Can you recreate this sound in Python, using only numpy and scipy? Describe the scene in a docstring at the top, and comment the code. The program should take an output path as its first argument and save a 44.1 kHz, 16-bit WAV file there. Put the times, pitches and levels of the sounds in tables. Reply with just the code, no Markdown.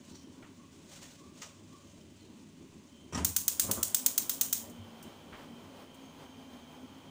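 """Lighting a gas hob

A small quiet kitchen, with one microphone above a gas hob with pans on it.
A hand brushes the panel and squeaks, a click, then the knob is pushed in: knocks, clacks and a ringing spring.
Twelve igniter sparks, sharp pulses in dense echoes, rattle between hob and pans and ring in the room.
The gas catches with a soft whoomph of low noise, then roars gently, drones under the pan and hisses at its jet.
Pans scrape as they settle and warming metal ticks, over wavering room rumble, faint hiss and hollow tones."""
import sys
import numpy as np
from scipy import signal
from scipy.fft import rfft, irfft
from scipy.io import wavfile
from scipy.ndimage import uniform_filter1d

SR = 44100
rng = np.random.default_rng(int(sys.argv[2]) if len(sys.argv) > 2 else 0)


def file_out(sig):
    """Save sig as 16-bit WAV at sys.argv[1]."""
    # one column per channel
    cols = np.atleast_2d(sig).T
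    # limit, then scale
    lim = np.clip(cols, -1, 1)
    pcm = np.round(lim * 32767).astype(np.int16)
    wavfile.write(sys.argv[1], SR, pcm)


N = 313106
TIME = np.arange(N) / SR  # seconds
TOP_HZ = 16700  # nothing sounds above this pitch

# In every *_COLOUR table but HOT_COLOUR: pitch_hz, level_db (per Hz, relative).

# The sparks in turn: crack_db, ring_db (pans and room), echo_db (off the wall, relative to the crack);
# the first two are relative levels
SPARKS = [(-17.5, -34, -7), (-17, -34.5, -9), (-16, -34, -10), (-15.5, -31, -14), (-17.5, -35, -28),
          (-20.5, -34.5, 1), (-15.5, -34, -10), (-14.5, -34.5, -13), (-17, -34.5, -11), (-20.5, -35.5, -11),
          (-17.5, -34, -6.5), (-19, -34, -7)]
# The igniter recharges and fires at a steady pace: first spark, time between sparks
FIRST_SPARK_S, RECHARGE_S = 3.247, 0.1164
# A spark heard from under the pans: pitch_hz, level_db
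SPARK_COLOUR = [(400, -48), (900, -20.5), (1400, -14.5), (2200, -18), (3300, -8), (4600, -8.5), (6500, 1),
                (8800, -0.5), (11500, -4.5), (12400, -9.5), (13700, -8.5), (14700, 8.5), (15400, 4.5),
                (15800, -16), (16600, -27)]
# Its ring in the kitchen: pitch_hz, level_db
RING_COLOUR = [(500, -42), (1200, -16.5), (2200, -15.5), (3500, -8.5), (4600, -8.5), (6600, 1), (8800, 0),
               (11800, -8.5), (13800, -7), (14700, 2), (15480, 0.5), (15780, -34)]
# Modes of the pans and the burner cap: pitch_hz, level_db (relative)
PAN_MODES = [(4152, -11), (5975, -9), (6389, 0), (6707, -5), (7345, -1), (7779, -5), (8011, -7), (8274, -6),
             (8743, -7), (8802, -7), (9706, -5), (10267, -9), (10788, -11), (14714, 3), (15166, 2),
             (15306, -3)]
# Short resonances of the gap between hob and pans: pitch_hz (cold), level_db (relative)
GAP_MODES = [(1470, -13.5), (3500, -8.5), (4400, -6), (4700, -13), (5930, -4), (6400, 3.5), (7370, 2),
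             (7850, -13), (8350, 2.5), (8890, -4), (9700, -3.5), (11350, -2), (14714, 0)]
# Bands in which the paths through that gap cancel: pitch_hz
GAP_NULLS_HZ = [3420, 4230, 5720, 7500, 8100, 9420, 12200]
# Drift of the sparks' colour once the gas burns: pitch_hz, drift_db_per_s
HOT_COLOUR = [(2600, 2), (4500, 2), (6500, 1), (11000, 0), (15000, 3)]

# Knocks on the hob and its knob: start_s, push_s (rise of the contact),
# thud_db, clack_db, tick_db, ping_db (of the knob's spring); relative levels
KNOCKS = [(1.021, .002, -72, -64, -53, -75), (1.4158, 0.0028, -87, -53.5, -42.5, -45),
          (3.123, 0.0018, -41, -47, -53, -55), (3.1307, .0008, -38.5, -53, -51, -47),
          (3.1471, .0004, -37.5, -48, -45.5, -37), (3.151, .0003, -41, -43, -44.5, -42.5),
          (3.1747, 0.00072, -34, -39.5, -41.5, -60), (3.197, .0008, -34, -49, -67, -66),
          (3.221, .0012, -38, -67, -70, -80)]
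# Thud of the hob, clack of the knob, tick of the contact: pitch_hz, level_db
THUD_COLOUR = [(30, -25), (55, -28), (80, 4.5), (120, -12), (200, 2.5), (310, -12.5), (600, -21),
               (1500, -48), (8000, -89)]
CLACK_COLOUR = [(150, -34), (420, 0), (700, -0.5), (980, 4), (1500, -5), (2100, -8), (2700, -9),
                (4000, -34), (9000, -16), (12500, -34), (16000, -83)]
TICK_COLOUR = [(700, -40), (1300, -3.5), (3000, -1.5), (4400, -6.5), (5700, -1), (6800, -0.5), (8200, -5),
               (10500, -24), (13000, -29), (15200, -13), (15900, -55)]
# Modes of the spring and shaft behind the knob: pitch_hz, level_db (relative), t60_s
SPRING_MODES = [(1240, -1.5, 0.26), (1906, -3.5, 0.14), (3060, -15, .15), (5240, -7, .1),
                (5620, 9.5, 0.041), (6100, 5.5, 0.032), (7460, 0, 0.081)]
# Modes of the hob's sheet-metal body: pitch_hz, level_db (relative), t60_s
BODY_MODES = [(80.8, -4, 0.62), (194.4, 3, 0.3), (244, 1, 0.13), (273, -6, 0.26), (596, -9.5, 0.2)]

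LIT_S = 3.65  # the moment the gas catches
# Pockets of gas flaring at the burner: start_s, rush_db, thump_db, puff_db
FLARES = [(3.29, -55, -55, -75), (3.649, -43.5, -60, -61), (3.695, -43.5, -46, -62), (3.777, -46, -45, -53),
          (3.797, -48.5, -58, -64), (4.81, -55, -49, -80)]
FLARE_RISE_S, FLARE_T60_S = 0.018, 0.3
# A flare thumps under the pan and puffs through the ports: centre and width of each
THUMP_HZ, THUMP_WIDTH_HZ, PUFF_HZ, PUFF_WIDTH_HZ = 96.8, 19, 1165, 280
# Low flutter under the flame; level and rise of the steady roar
FLUTTER_DB, BURN_DB, BURN_RISE_S = -76, -57.5, 0.2
# The flare's rush and low flutter, and the steady roar: pitch_hz, level_db
WHOOMPH_COLOUR = [(30, -26), (55, -5), (85, 3), (130, -2), (260, 0), (450, -7), (1200, -15.5), (2000, -27),
                  (6000, -47), (16000, -73)]
BURN_COLOUR = [(60, -11), (150, -13), (330, -0.5), (460, 2), (560, -0.5), (800, 0.5), (1200, -5),
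               (1700, -11), (2400, -13.5), (4000, -15), (7000, -22.5), (10000, -24.5), (13000, -32.5),
               (15200, -18), (15900, -59)]
# Resonances of the gas jet: pitch_hz (mean), width_hz, level_db (relative)
JET_MODES = [(3150, 134, -2.5), (3140, 560, -6), (2344, 260, -9.5), (6460, 340, -16.5)]

# Two close modes of the hollow under the pan: pitch_hz (upper, lower; mean)
DRONE_HZ = [261.8, 234.6]
# The drone passes between them: time_s, upper_db, lower_db (before a small waver)
DRONE_LEVELS = [(3.9, -80, -82), (4.06, -52, -75), (4.2, -59.5, -72), (4.5, -59, -63), (4.74, -74, -52.5),
                (5.03, -75, -66.5), (5.4, -69, -64), (5.6, -62, -56), (5.82, -56.5, -72),
                (6.02, -54.5, -70), (6.13, -72, -67), (6.35, -53.5, -65), (6.6, -65, -56),
                (6.76, -57.5, -71), (7.1, -66, -73)]

# Strokes of a hand over the panel: start_s, length_s (before the decay), level_db
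STROKES = [(0.068, 0.046, -61.5), (0.746, 0.14, -65.5), (0.923, 0.034, -54.5), (1.033, 0.071, -57),
           (1.387, 0.062, -60), (1.71, 0.27, -67.5), (2.406, 0.1, -70)]
# Strokes swell and die away alike; a faint rustle lasts until about when the gas catches
STROKE_RISE_S, STROKE_T60_S, RUSTLE_DB, RUSTLE_END_S = 0.035, 0.67, -69.5, 3.6
# Skin sliding on the panel: pitch_hz, level_db
BRUSH_COLOUR = [(400, 1), (1100, 1.5), (1700, -3), (3400, 1), (5000, -0.5), (6900, 3.5), (9000, -3.5),
                (12800, -23.5), (15200, -5), (15900, -43)]
# Squeaks of skin sticking and slipping: start_s, length_s (before the decay), pitch_hz, level_db
SQUEAKS = [(.14, 0.046, 5750, -65), (.13, .03, 4300, -68), (2.2, .015, 4100, -71)]

# A pan settles on the grate: start_s, level_db (relative)
SHIFTS = [(0.422, -53), (5.322, -44.5)]
# Its scrape: pitch_hz, level_db
SHIFT_COLOUR = [(200, 2), (1100, 2), (1850, 1), (3000, -5), (4300, -18), (14000, -40)]
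# The metal ticks as it warms: start_s, level_db
WARMING_TICKS = [(4.698, -53), (5.027, -50.5), (5.944, -59.5)]

# Faint hollow tones that swell and rise a little: start_s (of the crest), level_db
SWELLS = [(.63, -65.5), (1.23, -62), (1.53, -67.5), (1.75, -61.5)]
# All alike: pitch at the crest, glide, width, rise, decay
SWELL_HZ, SWELL_GLIDE_HZ_PER_S, SWELL_WIDTH_HZ, SWELL_RISE_S, SWELL_T60_S = 1114, 370, 89, 0.044, 0.48
# The quiet kitchen: pitch_hz, level_db
AIR_COLOUR = [(25, -18), (48, -27.5), (85, -5), (120, -7.5), (190, -1), (260, 2), (400, -7.5), (560, -23.5),
              (1050, -24.5), (1400, -28.5), (2800, -23), (4600, -29.5), (7000, -29), (10000, -36),
              (12800, -51), (14000, -65), (15300, -28.5), (15900, -51)]
# Hollows among the pans that colour the room's hiss: pitch_hz, width_hz, level_db (before a waver)
HOLLOWS = [(1012, 300, -75), (591, 88, -74), (3123, 130, -79.5), (6400, 200, -83)]
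# Low standing waves of the room: pitch_hz, width_hz, level_db
ROOM_MODES = [(77.9, 4.2, -73), (99.6, 5.4, -68.5), (157.5, 7.3, -68)]


def sparks(rise_s=0.00035, crack_t60=0.025, direct_db=-12, echo_s=0.0039, echo_width_s=0.0009,
           fill_s=0.0077, ring_t60=0.34, ring_gain_db=3, modes_db=1.0, modes_t60=0.25, crack_gain_db=0.6,
           cold_change=0.54, hot_change=0.8, ring_change=0.8, gap_db=-3, gap_t60=0.018,
           heat_shift=0.014, clump_db=1.5):
    """Each spark is a sharp pulse in dense, partly shared echo paths; hot air shifts them more once lit."""
    t = TIME[:SR // 2]
    out = np.zeros(N)
    rise = 1 - np.exp(-t / rise_s)
    # the pulse bounces between hob and pan bottoms, and comes back once more off the wall
    early = rise * fade(t, crack_t60)
    echo = np.exp(-((t - echo_s) / echo_width_s) ** 2)
    # part of it slips straight out from under the pan
    pulse = signal.unit_impulse(len(t), int(2 * rise_s * SR))
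    direct = undb(direct_db) * np.sqrt(np.sum(early ** 2)) * tint(pulse, SPARK_COLOUR)
    # the room fills within milliseconds and still rings when the next spark comes
    late = (1 - np.exp(-t / fill_s)) * fade(t, ring_t60)
    # its reflections arrive in clumps, the same after every spark
    late = late * unit(undb(clump_db * walk(900)))[:len(t)]
    still = rng.standard_normal(len(t))

    for k, (crack_db, ring_db, echo_db) in enumerate(SPARKS):
        s = FIRST_SPARK_S + k * RECHARGE_S
        lit = s > LIT_S
        # each spark renews part of the echo paths and keeps the rest
        shifted = rng.standard_normal(len(t))
        near = blend(still, shifted, hot_change if lit else cold_change)
        far = blend(still, shifted, ring_change)

        stretch = 1 + heat_shift * lit * rng.standard_normal()
        gap_modes = [(hz * stretch, db, gap_t60) for hz, db in GAP_MODES]
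        gap = rise * ringing(t, gap_modes)
        bounces = tint(even(near * (early + undb(echo_db) * echo)), SPARK_COLOUR)
        crack = undb(crack_gain_db) * cancel(direct + bounces) + undb(gap_db) * gap

        pans = ringing(t, [(hz, db, modes_t60) for hz, db in PAN_MODES])
        ring = undb(ring_gain_db) * burst(far, late, RING_COLOUR) + undb(modes_db) * pans
        spark = undb(crack_db) * crack + undb(ring_db) * ring
        add(out, s, tint(spark, spark_colour(s)))
    return out


def blend(still, shifted, share):
    """Replace a share of the echo paths while keeping the noise power."""
    return np.sqrt(1 - share ** 2) * still + share * shifted


def cancel(x, width_hz=130, depth=0.61):
    """Paths between hob and pans partly cancel each other in a few narrow bands."""
    for hz in GAP_NULLS_HZ:
        notched = signal.lfilter(*signal.iirnotch(hz, hz / width_hz, fs=SR), x)
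        x = x + depth * (notched - x)
    return x


def spark_colour(s, scatter_db=1.13):
    """Every spark has its own random colour; the heating air slowly changes them all after lighting."""
    bands = np.geomspace(1500, TOP_HZ, 30)
    hz, db_per_s = np.transpose(HOT_COLOUR)
    drift_db = max(s - LIT_S, 0) * np.interp(bands, hz, db_per_s)
    return np.c_[bands, drift_db + scatter_db * rng.standard_normal(len(bands))]


def even(x, size=130, share=0.7):
    """Soften the chance peaks in the spectrum of a burst, keeping its energy."""
    power = uniform_filter1d(np.abs(rfft(x)) ** 2, size)
    hz = np.linspace(1, SR / 2, len(power))
    y = tint(x, np.c_[hz, -share * 10 * np.log10(power)])
    return y * np.sqrt(np.sum(x ** 2) / np.sum(y ** 2))


def burner(flutter_db=2, flicker_db=1.5, jet_db=-7.5, jet_drift=0.007, jet_waver_db=1.2):
    """Gas pockets flare as noise and resonances, then a soft roar burns with a thin whistle from the jet."""
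    burning = swell(LIT_S, BURN_RISE_S)
    rush = thump = puff = 0
    for s, rush_db, thump_db, puff_db in FLARES:
        flare = swell(s, FLARE_RISE_S, 0, FLARE_T60_S)
        rush = rush + undb(rush_db) * flare
        thump = thump + undb(thump_db) * flare
        puff = puff + undb(puff_db) * flare
    whoomph = noise(WHOOMPH_COLOUR) * (rush + undb(FLUTTER_DB) * burning) * undb(flutter_db * walk(40))
    whoomph = whoomph + thump * resonance(THUMP_HZ, THUMP_WIDTH_HZ)
    whoomph = whoomph + puff * resonance(PUFF_HZ, PUFF_WIDTH_HZ)

    roar = noise(BURN_COLOUR) * undb(flicker_db * walk(20))
    jet = 0
    for hz, width_hz, db in JET_MODES:
        gain = undb(db + jet_waver_db * walk(9))
        jet = jet + gain * resonance(hz * (1 + jet_drift * walk(5.5)), width_hz)
    return whoomph + undb(BURN_DB) * burning * (roar + undb(jet_db) * jet)


def drone(wobble_hz=3.56, waver_db=1.5, blur_db=-8, width_hz=30):
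    """The hollow under the pan hums with the flame: two wobbling tones, each in a thin skirt of turbulence."""
    times, *levels = np.transpose(DRONE_LEVELS)
    out = 0
    for hz, db in zip(DRONE_HZ, levels):
        pitch_hz = hz + wobble_hz * walk(14)
        tone = np.sqrt(2) * np.sin(2 * np.pi * np.cumsum(pitch_hz) / SR)
        gain = np.interp(TIME, times, undb(db), left=0) * undb(waver_db * walk(11))
        out = out + gain * (tone + undb(blur_db) * resonance(hz, width_hz))
    return out


def knocks(thud_t60=0.084, clack_t60=0.21, tick_t60=0.15, room_db=-15, room_t60=0.84,
           rattle_db=0.3, body_db=-4):
    """Each knock thuds in the sheet-metal body, rattles the knob, ticks at the contact and pings the spring."""
    t = TIME[:SR // 2]
    out = np.zeros(N)
    parts = [(THUD_COLOUR, thud_t60), (CLACK_COLOUR, clack_t60), (TICK_COLOUR, tick_t60)]
    for s, push_s, *levels, ping_db in KNOCKS:
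        push = 1 - np.exp(-t / push_s)
        for db, (colour, t60) in zip(levels, parts):
            decay = fade(t, t60) + undb(room_db) * fade(t, room_t60)
            add(out, s, undb(db) * burst(rng.standard_normal(len(t)), push * decay, colour))
        add(out, s, undb(ping_db) * push * ringing(t, SPRING_MODES))
        thud_db = levels[0]
        add(out, s, undb(thud_db + body_db) * push * ringing(t, BODY_MODES))
    return out * undb(rattle_db * walk(220))


def brush(grain_db=2.0, squeak_width_hz=600):
    """Skin slides over the panel as noise with a fine uneven grain, and squeaks as narrow resonances."""
    hiss = undb(RUSTLE_DB) * swell(0, STROKE_RISE_S, RUSTLE_END_S, STROKE_T60_S)
    for s, length_s, db in STROKES:
        stroke = undb(db) * swell(s, STROKE_RISE_S, length_s, STROKE_T60_S)
        hiss = np.hypot(hiss, stroke)  # powers add
    squeak = 0
    for s, length_s, hz, db in SQUEAKS:
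        envelope = swell(s, STROKE_RISE_S, length_s, STROKE_T60_S)
        squeak = squeak + undb(db) * envelope * resonance(hz, squeak_width_hz)
    return (hiss * noise(BRUSH_COLOUR) + squeak) * undb(grain_db * walk(150))


def shifts(rise_s=0.0071, scrape_t60=0.19, room_db=-16, room_t60=0.95, grit_db=3):
    """A pan settles on the grate with a short, dull scrape of noise, roughened by fast level changes."""
    t = TIME[:SR // 2]
    out = np.zeros(N)
    decay = fade(t, scrape_t60) + undb(room_db) * fade(t, room_t60)
    scrape = (1 - np.exp(-t / rise_s)) * decay
    for s, db in SHIFTS:
        add(out, s, undb(db) * burst(rng.standard_normal(len(t)), scrape, SHIFT_COLOUR))
    return out * undb(grit_db * walk(500))


def warming(snap_t60=0.057, room_db=-13, room_t60=0.44):
    """Tiny bright ticks of expanding metal, with the room colour of the sparks."""
    t = TIME[:SR // 2]
    out = np.zeros(N)
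    decay = fade(t, snap_t60) + undb(room_db) * fade(t, room_t60)
    for s, db in WARMING_TICKS:
        add(out, s, undb(db) * burst(rng.standard_normal(len(t)), decay, RING_COLOUR))
    return out


def swells():
    """A faint hollow tone comes and goes in the background, a narrow resonance rising each time."""
    out = 0
    for s, db in SWELLS:
        pitch_hz = SWELL_HZ + SWELL_GLIDE_HZ_PER_S * (TIME - s)
        envelope = swell(s, SWELL_RISE_S, 0, SWELL_T60_S)
        out = out + undb(db) * envelope * resonance(pitch_hz, SWELL_WIDTH_HZ)
    return out


def kitchen(air_db=-56.0, waver_db=2.5, hollow_waver_db=4.5):
    """Low room rumble that wavers, under a faint hiss whose hollow bands come and go."""
    air = noise(AIR_COLOUR)
    rumble = signal.sosfiltfilt(signal.butter(2, 1200, fs=SR, output="sos"), air)
    hiss = air - rumble
    hollows = sum(undb(db + hollow_waver_db * walk(8.7)) * resonance(hz, width_hz)
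                  for hz, width_hz, db in HOLLOWS)
    standing = sum(undb(db) * resonance(hz, width_hz) for hz, width_hz, db in ROOM_MODES)
    return undb(air_db) * (rumble * undb(waver_db * walk(25)) + hiss) + hollows + standing


def walls(x, echo_db=-18):
    """The splashback and nearby pans return six early echoes, which ripple the spectrum above the bass."""
    bright = signal.sosfilt(signal.butter(2, 400, "high", fs=SR, output="sos"), x)
    lags = (rng.uniform(0.002, 0.02, size=6) * SR).astype(int)  # 2 to 20 ms
    return x + undb(echo_db) * sum(np.pad(bright, (lag, 0))[:N] for lag in lags)


def burst(paths, envelope, colour):
    """A short coloured burst of dense echoes that carries exactly the energy of its envelope."""
    x = tint(paths * envelope, colour)
    return x * np.sqrt(np.sum(envelope ** 2) / np.sum(x ** 2))


def ringing(t, modes):
    """A struck object: fading sines of random phase from pitch_hz, level_db, t60_s rows."""
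    total = 0
    for hz, db, t60 in modes:
        tone = np.sin(2 * np.pi * (hz * t + rng.random()))
        total = total + undb(db) * tone * fade(t, t60)
    return total / np.sqrt(len(modes) / 2)


def resonance(hz, width_hz):
    """A resonance shaken by turbulence, at rms 1; its centre may move."""
    push = rng.standard_normal(N) + 1j * rng.standard_normal(N)
    sway = signal.sosfilt(signal.butter(2, width_hz / 2, fs=SR, output="sos"), push)
    carrier = np.exp(2j * np.pi * np.cumsum(hz * np.ones(N)) / SR)
    return unit((sway * carrier).real)


def noise(points):
    """Full-length noise of a given colour."""
    return tint(rng.standard_normal(N), points)


def tint(x, points):
    """Causal minimum-phase filter with a pitch_hz, level_db colour; white noise keeps its power."""
    size = 2048
    hz, db = np.transpose(points)
    f = np.maximum(np.arange(size // 2 + 1) * SR / size, 1)
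    gain = unit(undb(np.interp(np.log(f), np.log(hz), db)))
    # folding the cepstrum forward in time gives the minimum phase
    cepstrum = irfft(np.log(gain))
    cepstrum[1:size // 2] *= 2
    cepstrum[size // 2 + 1:] = 0
    response = irfft(np.exp(rfft(cepstrum)))
    return signal.fftconvolve(x, response)[:len(x)]


def walk(rate):
    """Smooth random wander of rms 1, with a fresh value drawn rate times a second."""
    k = int(SR / rate)
    steps = np.repeat(rng.standard_normal(N // k + 1), k)
    smooth = uniform_filter1d(uniform_filter1d(steps, k), k)
    return unit(smooth[:N])


def swell(s, rise_s, hold_s=np.inf, t60=1):
    """An envelope that rises smoothly to 1 at time s, holds, then dies away."""
    rise = np.exp(-(np.minimum(TIME - s, 0) / rise_s) ** 2)
    return rise * fade(np.maximum(TIME - s - hold_s, 0), t60)


def fade(t, t60):
    """Exponential decay from time 0, by 60 dB in t60 seconds; silent before."""
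    return (t >= 0) * np.exp(-np.log(1000) * np.abs(t) / t60)


def add(out, s, x):
    """Mix x into out at time s."""
    i = int(s * SR)
    out[i:i + len(x)] += x[:N - i]


def undb(db):
    """Decibels to gain."""
    return 10 ** (np.asarray(db) / 20)


def unit(x):
    """Scale to rms 1."""
    return x / np.sqrt(np.mean(x ** 2))


def scene():
    """Everything at one microphone above the hob; wall echoes join the hand, burner and background."""
    struck = sparks() + knocks() + shifts() + warming()
    steady = brush() + burner() + swells() + kitchen()
    return (struck + drone() + walls(steady))[None]


def record(dry):
    """A steep low-pass leaves nothing above TOP_HZ."""
    return signal.sosfilt(signal.ellip(10, 0.2, 80, TOP_HZ, fs=SR, output="sos"), dry)


dry = scene()
out = record(dry)
file_out(out)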